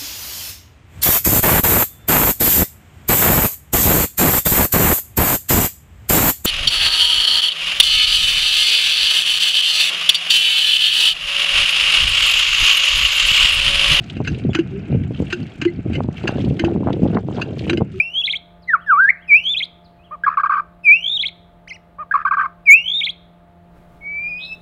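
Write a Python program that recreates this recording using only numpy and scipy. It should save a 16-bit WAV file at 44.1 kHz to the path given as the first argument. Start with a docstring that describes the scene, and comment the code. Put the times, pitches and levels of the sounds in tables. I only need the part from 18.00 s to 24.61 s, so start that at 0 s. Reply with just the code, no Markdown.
"""A yard with a caged shama singing close by. Its syrinx makes loud slurs that climb, tremble and end
in a zigzag, low swoops, soft chups, two bursts of chatter from both sides at once, a twitter and a thin
whistle that turns raspy. Throat and beak colour the overtones; trees and walls return a short tail.
A motor hums, another bird calls far off, and faint background noise swells near the end."""
import sys
import numpy as np
from scipy import signal
from scipy.fft import rfft, irfft, next_fast_len
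from scipy.io import wavfile
from scipy.ndimage import uniform_filter1d

SR = 44100
rng = np.random.default_rng(int(sys.argv[2]) if len(sys.argv) > 2 else 0)


def store_pcm(level_fs):
    """Save levels as 16-bit WAV."""
    pcm = np.round(np.clip(level_fs, -1, 1) * 32767).astype(np.int16)
    wavfile.write(sys.argv[1], SR, np.atleast_2d(pcm).T)


N = 291501
TIME = np.arange(N) / SR
CUTOFF_HZ = 15900
# Throat and beak response. Each row: frequency in Hz, gain in dB.
BEAK_RESPONSE = [(2300, 12.5), (3300, -6.5), (5200, 0), (6800, 2), (8000, -2), (9500, 6.5), (11000, -1),
                 (15000, -4)]


def from_db(db):
    """Decibels to gain."""
    return 10 ** (np.asarray(db) / 20)


def unit_rms(x):
    """Scale to rms 1."""
    return x / np.sqrt(np.mean(x ** 2) + 1e-20)


def db_at(spectrum, hz):
    """Read a spectrum on a log-frequency axis."""
    freqs, db = np.transpose(spectrum)
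    return np.interp(np.log(np.maximum(hz, 1)), np.log(freqs), db)


def along(rows, t):
    """Read a curve's columns at times t."""
    times, *columns = np.transpose(sorted(map(tuple, rows)))
    return [np.interp(t, times, column) for column in columns]


def span(start_s, end_s):
    """Sample times between two moments."""
    return TIME[max(0, int(start_s * SR)):int(end_s * SR)]


def glide(rows, start_s=0):
    """Times, pitch and level of a note along a curve."""
    t = span(start_s + rows[0][0] - .001, start_s + rows[-1][0] + .002)
    return (t, *along(rows, t - start_s))


def add(out, t, sound):
    """Mix a sound in at its sample times."""
    first = int(round(t[0] * SR))
    out[first:first + len(t)] += sound


def fade(t, rise_s, fall_s):
    """Quarter-sine attack and release."""
    rise = np.sin(np.pi / 2 * np.clip((t - t[0]) / rise_s, 0, 1))
    fall = np.sin(np.pi / 2 * np.clip((t[-1] - t) / fall_s, 0, 1))
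    return rise * fall


def noise(spectrum, size):
    """Coloured noise, rms 1."""
    n = next_fast_len(size)
    gain = from_db(db_at(spectrum, np.arange(n // 2 + 1) * SR / n))
    return unit_rms(irfft(rfft(rng.standard_normal(n)) * gain, n)[:size])


def waver(rate_hz, size):
    """Random drift up to rate_hz, rms 1."""
    lowpass = signal.butter(2, rate_hz, fs=SR, output="sos")
    return unit_rms(signal.sosfilt(lowpass, rng.standard_normal(size + SR // 2))[SR // 2:])


def syrinx(hz, amplitude, kind, jitter, follow, brightness=1, usual_db=-15, flicker_db=4.5):
    """One syrinx side. Throat resonance swells the fundamental; overtones follow in part and flicker."""
    # Per kind of note: base levels in dB, from partial 2 up.
    overtones_db = {"slur": [-55.5, -73.5, -66.5], "swoop": [-52.5, -66, -77, -80], "twitter": [-43.5,
                    -66.5], "thin": [-57, -76.5, -89, -77.5], "chatter": [-51, -62, -77], "far": []}
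    phase = 2 * np.pi * np.cumsum(hz * (1 + jitter * waver(250, len(hz)))) / SR
    drive = brightness * (np.abs(amplitude) / from_db(usual_db)) ** follow
    tone = amplitude * np.sin(phase)
    for k, db in enumerate(overtones_db[kind], 2):
        level_db = db + db_at(BEAK_RESPONSE, k * hz) + flicker_db * waver(70, len(hz))
        tone += drive * from_db(level_db) * (k * hz < CUTOFF_HZ) * np.sin(k * phase)
    return tone


def tremble(t, linger_s=.062):
    """Each trough lowers the pitch and nearly chokes the note; the pitch shake lingers."""
    # Each row: first crest in seconds, last crest in seconds, rate in Hz, depth 0-1.
    trembles = [(.104, .14, 56, .75), (1.402, 1.456, 74, .8), (3.011, 3.118, 56, .85),
                (4.8445, 4.941, 51.7, .88)]
    shake, choke = np.zeros(len(t)), np.zeros(len(t))
    for first_s, last_s, rate_hz, depth in trembles:
        swing = np.cos(2 * np.pi * rate_hz * (t - first_s))
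        strength = depth * np.clip((t - first_s) * rate_hz + 1, 0, 1)
        shake += strength * np.clip(1 - (t - last_s) / linger_s, 0, 1) * swing
        choke += strength * np.clip((last_s - t) * rate_hz + .5, 0, 1) * ((1 - swing) / 2) ** 2
    return shake, choke


def whistle(t, hz, db, kind, jitter=.0012, opening_db=0, shimmer_db=0, flutter=0,
            scrape_db=-77, swerve_dulling=.012):
    """One whistled note; overtones grow by opening_db as the beak opens."""
    hz, db = uniform_filter1d(hz, size=90), uniform_filter1d(db, size=90)
    shake, choke = tremble(t)
    softness = np.clip((-9 - db) / 8, 0, 1)   # hard-pushed notes are steady
    unsteady = softness * waver(120, len(t))
    # Fast pitch swerves turn overtones into a scrape.
    swerve = uniform_filter1d(np.abs(np.gradient(np.log(hz))) * SR, size=500)
    brightness = from_db(opening_db * np.linspace(-.5, .5, len(t))) / (1 + swerve_dulling * swerve)
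    amplitude = np.sqrt(2) * from_db(db + shimmer_db * unsteady) * (1 - choke)
    shaken_hz = hz * (1 + .037 * shake + flutter * unsteady)
    tone = syrinx(shaken_hz, amplitude, kind, jitter, follow=.24, brightness=brightness)
    lowpass = signal.butter(8, 9800, fs=SR, output="sos")
    scrape = from_db(scrape_db + db / 2) * swerve * signal.sosfilt(lowpass, noise(BEAK_RESPONSE, len(t)))
    out = np.zeros(N)
    add(out, t, (tone + scrape) * fade(t, .003, .003))
    return out


def zigzag(turns, first_floor_hz, crest_rise_hz, shoulder_hz=3430):
    """Pitch in Hz of a slur's turns: a shallow first dip, each crest above the last."""
    # One turn. Each row: position 0-1, pitch in Hz.
    turn_shape = [(0, 4217), (.13, 3438), (.23, 2260), (.34, 2060), (.46, 2344), (.6, 3166), (.78, 3402),
                  (1, 4233)]
    swing_hz = along(turn_shape, turns % 1)[0] - shoulder_hz
    below = np.minimum(swing_hz, 0)
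    below *= np.where(turns < 1, (first_floor_hz - shoulder_hz) / below.min(), 1)
    above = np.maximum(swing_hz, 0) * (turns > .5)
    above *= 1 + crest_rise_hz * (np.round(turns) - 1) / above.max()
    return shoulder_hz + below + above


def slurs(climb_from_hz=2680, base_db=-17, push_lag_s=.0099, blend_s=.0037):
    """A hard push dips the pitch, which then climbs and breaks into turns. Loudness follows pitch."""
    # Each row: start in seconds; scoop time in seconds, pitch in Hz, width in seconds; push in dB,
    # its width in seconds; climb top in Hz, curvature; first turn's floor in Hz; zigzag start and
    # turn length in seconds; crest rise in Hz per turn; end in seconds.
    phrases = [(-.04, -0.011, 2280, 0.028, 18.5, 0.015, 3366, 2.02, 2650, .207, 0.057, 200, .376),
               (1.275, 1.327, 2271, 0.041, 17.45, .06, 3580, 1.52, 2440, 1.533, .0585, 800, 1.659),
               (2.833, 2.895, 2291, .047, 17, 0.084, 3748, 1.4, 2900, 3.166, .056, 400, 3.294),
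               (4.655, 4.701, 2192, 0.044, 20.5, .102, 3720, 1.435, 2150, 5.001, 0.056, 600, 5.114)]
    # How strongly each pitch carries. Each row: pitch in Hz, gain in dB.
    carry = [(2100, -4), (2330, -4), (2520, -4.5), (2750, -13), (2900, -20.5), (3100, -3.5), (3280, 0),
             (3750, -2), (4100, -8), (4400, -22), (5000, -22.5)]
    out = np.zeros(N)
    for (start_s, scoop_s, scoop_hz, width_s, push_db, push_s, top_hz, curvature,
         first_floor_hz, zigzag_s, turn_s, crest_rise_hz, end_s) in phrases:
        t = span(start_s, end_s)
        progress = np.clip((t - scoop_s) / (zigzag_s - scoop_s), 0, 1)
        climbed = np.sin(np.pi / 2 * progress ** curvature) ** 2
        dip_hz = (climb_from_hz - scoop_hz) * np.exp(-((t - scoop_s) / width_s) ** 2)
        climb_hz = climb_from_hz + (top_hz - climb_from_hz) * climbed - dip_hz
        zigzag_hz = zigzag((t - zigzag_s) / turn_s, first_floor_hz, crest_rise_hz)
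        hz = climb_hz + (zigzag_hz - climb_hz) * np.clip((t - zigzag_s) / blend_s, 0, 1)
        push = np.exp(-((t - scoop_s - push_lag_s) / push_s) ** 2)
        attack_db = -38.5 * np.exp(-(t - start_s) / .015)   # breath builds
        release_db = -12 * np.exp((t - end_s) / .014)   # breath gives out
        db = base_db + push_db * push + attack_db + release_db + db_at(carry, hz)
        jitter = .0011 + .0016 * (1 - push)
        out += whistle(t, hz, db, "slur", jitter=jitter, shimmer_db=.65, flutter=.008, scrape_db=-75)
    return out


def still_air(level_db=-52.5):
    """Low, steady noise of the air."""
    # Each row: frequency in Hz, relative density in dB.
    spectrum = [(25, -16), (45, 1.5), (90, -2.5), (200, -12), (700, -15), (1300, -20), (2500, -30),
                (4000, -36), (6000, -59.5)]
    return from_db(level_db) * noise(spectrum, N)


def motor(waver_db=1.34):
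    """Hum whose partials drift slightly in level and phase."""
    # Each row: frequency in Hz, rms level in dB.
    partials = [(172.3, -52), (349.9, -67), (608.3, -61.5), (694.4, -57), (866.7, -66), (1217, -70.5)]
    out = np.zeros(N)
    for hz, db in partials:
        amplitude = np.sqrt(2) * from_db(db + waver_db * waver(2.5, N))
        out += amplitude * np.sin(2 * np.pi * (hz * TIME + rng.random()) + .3 * waver(3, N))
    return out


def far_bird():
    """Two small whistled calls, repeated: a drop and an arch."""
    # Each row: time into the call in seconds, pitch in Hz, level in dB.
    drop = [(0, 5300, -68), (.012, 4400, -56), (.026, 3850, -57.5)]
    arch = [(0, 2450, -60), (.04, 2650, -63.5), (.06, 3350, -55.5), (.09, 2700, -62)]
    # Call starts in seconds.
    drop_starts_s = [0.621, 1.018, 1.425, 1.843]
    arch_starts_s = [0.762, 1.168, 1.99]
    calls = [(drop, s) for s in drop_starts_s] + [(arch, s) for s in arch_starts_s]
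    return sum(whistle(*glide(call, start_s), "far") for call, start_s in calls)


def swoops():
    """A falling whistle, then a low swoop ending in a flick."""
    # Each row: time in seconds, pitch in Hz, level in dB.
    fall = [(0.675, 2072, -44.5), (0.691, 1998, -18), (0.705, 1810, -15), (0.725, 1717, -24),
            (0.733, 1594, -14), (0.741, 1416, -5), (0.757, 1152, -15.5), (0.767, 1090, -30.5)]
    swoop = [(0.863, 1800, -38), (0.901, 1559, -9.5), (0.935, 1161, -8), (0.963, 1130, -15),
             (0.981, 1264, -12), (1.003, 1496, -7), (1.015, 1574, -10.5), (1.057, 1618, -9),
             (1.072, 1756, -25)]
    flick = [(1.077, 1720, -16), (1.089, 1792, -9.5), (1.094, 2010, -3.5), (1.098, 2434, -17),
             (1.106, 2098, -3.5), (1.114, 2070, -35.5)]
    return sum(whistle(*glide(note), "swoop", scrape_db=-86.5) for note in (fall, [*swoop, *flick]))


def chups():
    """Soft nasal notes of arched pitch; partial 2 sits on the throat resonance."""
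    # Each row: start in seconds, length in seconds, top pitch in Hz, level in dB.
    notes = [(2.109, .05, 615.7, -27), (3.984, 0.054, 620, -25)]
    # Partial gains in dB, from the fundamental up.
    partials_db = [-17, 1.5, -24, -26, -41.5]
    out = np.zeros(N)
    for start_s, length_s, top_hz, db in notes:
        t = span(start_s, start_s + length_s)
        position = np.linspace(-1, 1, len(t))
        unsteady = (.016 + .07 * position ** 4) * waver(700, len(t))   # roughest at both ends
        hz = top_hz * (1 - .14 * position ** 2) * (1 + unsteady)
        phase = 2 * np.pi * np.cumsum(hz) / SR
        tone = sum(from_db(gain_db) * np.sin(k * phase) for k, gain_db in enumerate(partials_db, 1))
        add(out, t, from_db(db) * (1 - position ** 2) ** .58 * tone)
    return out


def chatter_pushes(rattle_hz=1150, first_hz=1087, high_hz=1587, later_hz=1137):
    """Yield each push of air: start in seconds, length in seconds, settled pitch in Hz, level in dB."""
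    # Burst starts in seconds.
    bursts_s = [2.2365, 4.1115]
    # A lingering high chip and a low double knock.
    # Each row: delay in seconds, length in seconds, settled pitch in Hz, level in dB.
    opening = [(0, .017, 1664, -9.5), (0.012, .11, 1648, -31), (0.028, 0.018, 1078, -5),
               (.043, .013, 1055, -4.5)]
    # Each row: start in seconds, first low push's length in seconds and level in dB,
    # high tone's length in seconds and level in dB, later low pushes' level in dB and count.
    syllables = [(2.372, 0.019, -5, 0.033, -19.5, -8.5, 1), (2.434, 0.017, -5.5, 0.032, -20.5, -8, 1),
                 (2.495, 0.019, -6.5, 0.044, -17.5, -7.5, 2), (2.554, 0.022, -11.5, 0.034, -21, -10.5, 2),
                 (4.251, 0.016, -5.5, 0.028, -13.5, -16, 1), (4.31, 0.019, -6.5, .034, -14.5, -9.5, 1),
                 (4.369, 0.021, -9.5, 0.051, -14, -8.5, 2), (4.432, 0.03, -14, 0.02, -24.5, -14, 1)]
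    for start_s in bursts_s:
        for delay_s, length_s, hz, db in opening:
            yield start_s + delay_s, length_s, hz, db
        for k in range(4):   # the knock runs out in a rattle
            yield start_s + .063 + k * .0133, .0075, rattle_hz, -13.5 - k * 1.6
    for start_s, first_s, first_db, high_s, high_db, later_db, count in syllables:
        yield start_s, first_s, first_hz, first_db
        yield start_s + .013, high_s, high_hz, high_db
        for k in range(round(count)):
            yield start_s + .025 + k * .016, .013, later_hz, later_db


def chatter(rest_hz=1450, settle_s=.0043, sag_db=6, breath_db=-39, high_side_air_db=-9):
    """Both syrinx sides start near one pitch and pull apart; where they overlap they beat."""
    voice, airflow = np.zeros(N), np.zeros(N)
    for start_s, length_s, settled_hz, db in chatter_pushes():
        t = span(start_s - .0015, start_s + length_s + .001)
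        age_s = t - t[0]
        roughness = np.minimum(age_s / .04, 1)   # a held side loses steadiness
        hz = settled_hz + (rest_hz - settled_hz) * np.exp(-age_s / settle_s)
        hz *= 1 + .06 * roughness * waver(200, len(t))
        flutter_db = 3 * roughness * waver(250, len(t))
        push = from_db(db - sag_db * age_s / length_s + flutter_db) * fade(t, .0045, .0045) ** 1.5
        add(voice, t, syrinx(hz, push, "chatter", jitter=.0035, follow=.52))
        add(airflow, t, push * (from_db(high_side_air_db) if settled_hz > rest_hz else 1))
    # Each row: frequency in Hz, relative density in dB.
    turbulence = [(1200, 3), (2400, -6.5), (3200, -16.5), (4400, -4), (5800, -23.5), (7700, -31.5),
                  (9000, -17), (10500, -36.5)]
    breath = from_db(breath_db) * airflow * noise(turbulence, N)
    throat = signal.butter(8, 950, "high", fs=SR, output="sos")
    return signal.sosfilt(throat, voice + breath)


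def twitter():
    """A quiet whistle with fast, jittery pitch swings."""
    # Each row: time in seconds, pitch in Hz, level in dB.
    curve = [(3.674, 1550, -44.5), (3.68, 2180, -34), (3.686, 2950, -48), (3.698, 3170, -41.5),
             (3.711, 2120, -30), (3.72, 2050, -29.5), (3.741, 2900, -49), (3.754, 2850, -43),
             (3.769, 1850, -45)]
    return whistle(*glide(curve), "twitter", jitter=.012, swerve_dulling=0, scrape_db=-73)


def noise_swell(waver_db=1.5):
    """Faint background noise swells near the end."""
    # Each row: frequency in Hz, relative density in dB.
    spectrum = [(80, -1), (200, -7.5), (1500, -21.5), (6000, -41), (15000, -42.5)]
    # Each row: time in seconds, rms level in dB.
    swell = [(5.6, -69.5), (5.75, -52.5), (6.0, -50), (6.6, -50.5)]
    level_db = along(swell, TIME)[0] + waver_db * waver(8, N)
    return from_db(level_db) * noise(spectrum, N)


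def thin_whistle():
    """A slowly rising note that brightens as the beak opens."""
    # Each row: time in seconds, pitch in Hz, level in dB.
    curve = [(6.008, 2260, -51), (6.023, 2202, -41), (6.074, 2268, -27), (6.188, 2332, -24.5),
             (6.222, 2384, -26.5), (6.273, 2404, -22), (6.298, 2490, -30.2), (6.322, 2420, -25.5),
             (6.487, 2610, -38.5), (6.529, 2615, -25.5), (6.552, 2665, -43)]
    return whistle(*glide(curve), "thin", jitter=.0022, opening_db=25.5, shimmer_db=.43)


def rasp(width_hz=210, top_hz=4000):
    """The second syrinx side flutters irregularly: a narrow, rising noise band."""
    # Each row: time in seconds, centre in Hz, level in dB.
    curve = [(6.385, 2900, -53), (6.41, 3500, -35.5), (6.452, 3980, -28.5), (6.5, 3880, -46.5),
             (6.61, 3790, -60)]
    t = span(curve[0][0], curve[-1][0])
    hz, db = along(curve, t)
    phase = 2 * np.pi * np.cumsum(hz) / SR
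    band = waver(width_hz, len(t)) * np.cos(phase) + waver(width_hz, len(t)) * np.sin(phase)
    out = np.zeros(N)
    add(out, t, from_db(db) * band)
    return signal.sosfilt(signal.butter(16, top_hz, fs=SR, output="sos"), out)


def yard_echo(x, early_db, tail_db, early_t60_s=.18, tail_t60_s=.58):
    """Dense early scatter from cage and ground, then a tail from trees and walls."""
    # Each row: frequency in Hz, relative gain in dB.
    colour = [(2300, -1), (3500, 1.5), (5000, 1.5), (12000, -17.5)]
    t = TIME[:SR]
    early = np.exp(-np.log(1000) * t / early_t60_s) * (t > .003) * noise(colour, SR)
    tail = np.exp(-np.log(1000) * t / tail_t60_s) * np.clip(t / .015, 0, 1) * noise(colour, SR)
    response = from_db(early_db) * unit_rms(early) + from_db(tail_db) * unit_rms(tail)
    return signal.fftconvolve(x, response / np.sqrt(SR))[:N]


def scene():
    """Mono mix: the shama almost dry, the far bird with more echo, a quiet background."""
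    song = slurs() + swoops() + twitter() + thin_whistle() + chatter() + chups() + rasp()
    far = far_bird()
    song += yard_echo(song, early_db=-23, tail_db=-31.5)
    far += yard_echo(far, early_db=-16, tail_db=-13)
    background = still_air() + motor()
    microphone_hiss = from_db(-78.5) * rng.standard_normal(N)
    return (song + far + background + microphone_hiss + noise_swell())[None]


def record(dry):
    """Hard clipping of the loudest notes, then a steep low-pass."""
    lowpass = signal.ellip(10, .1, 80, CUTOFF_HZ, fs=SR, output="sos")
    return signal.sosfilt(lowpass, np.clip(dry, -1, 1))


dry = scene()
out = record(dry)
store_pcm(out)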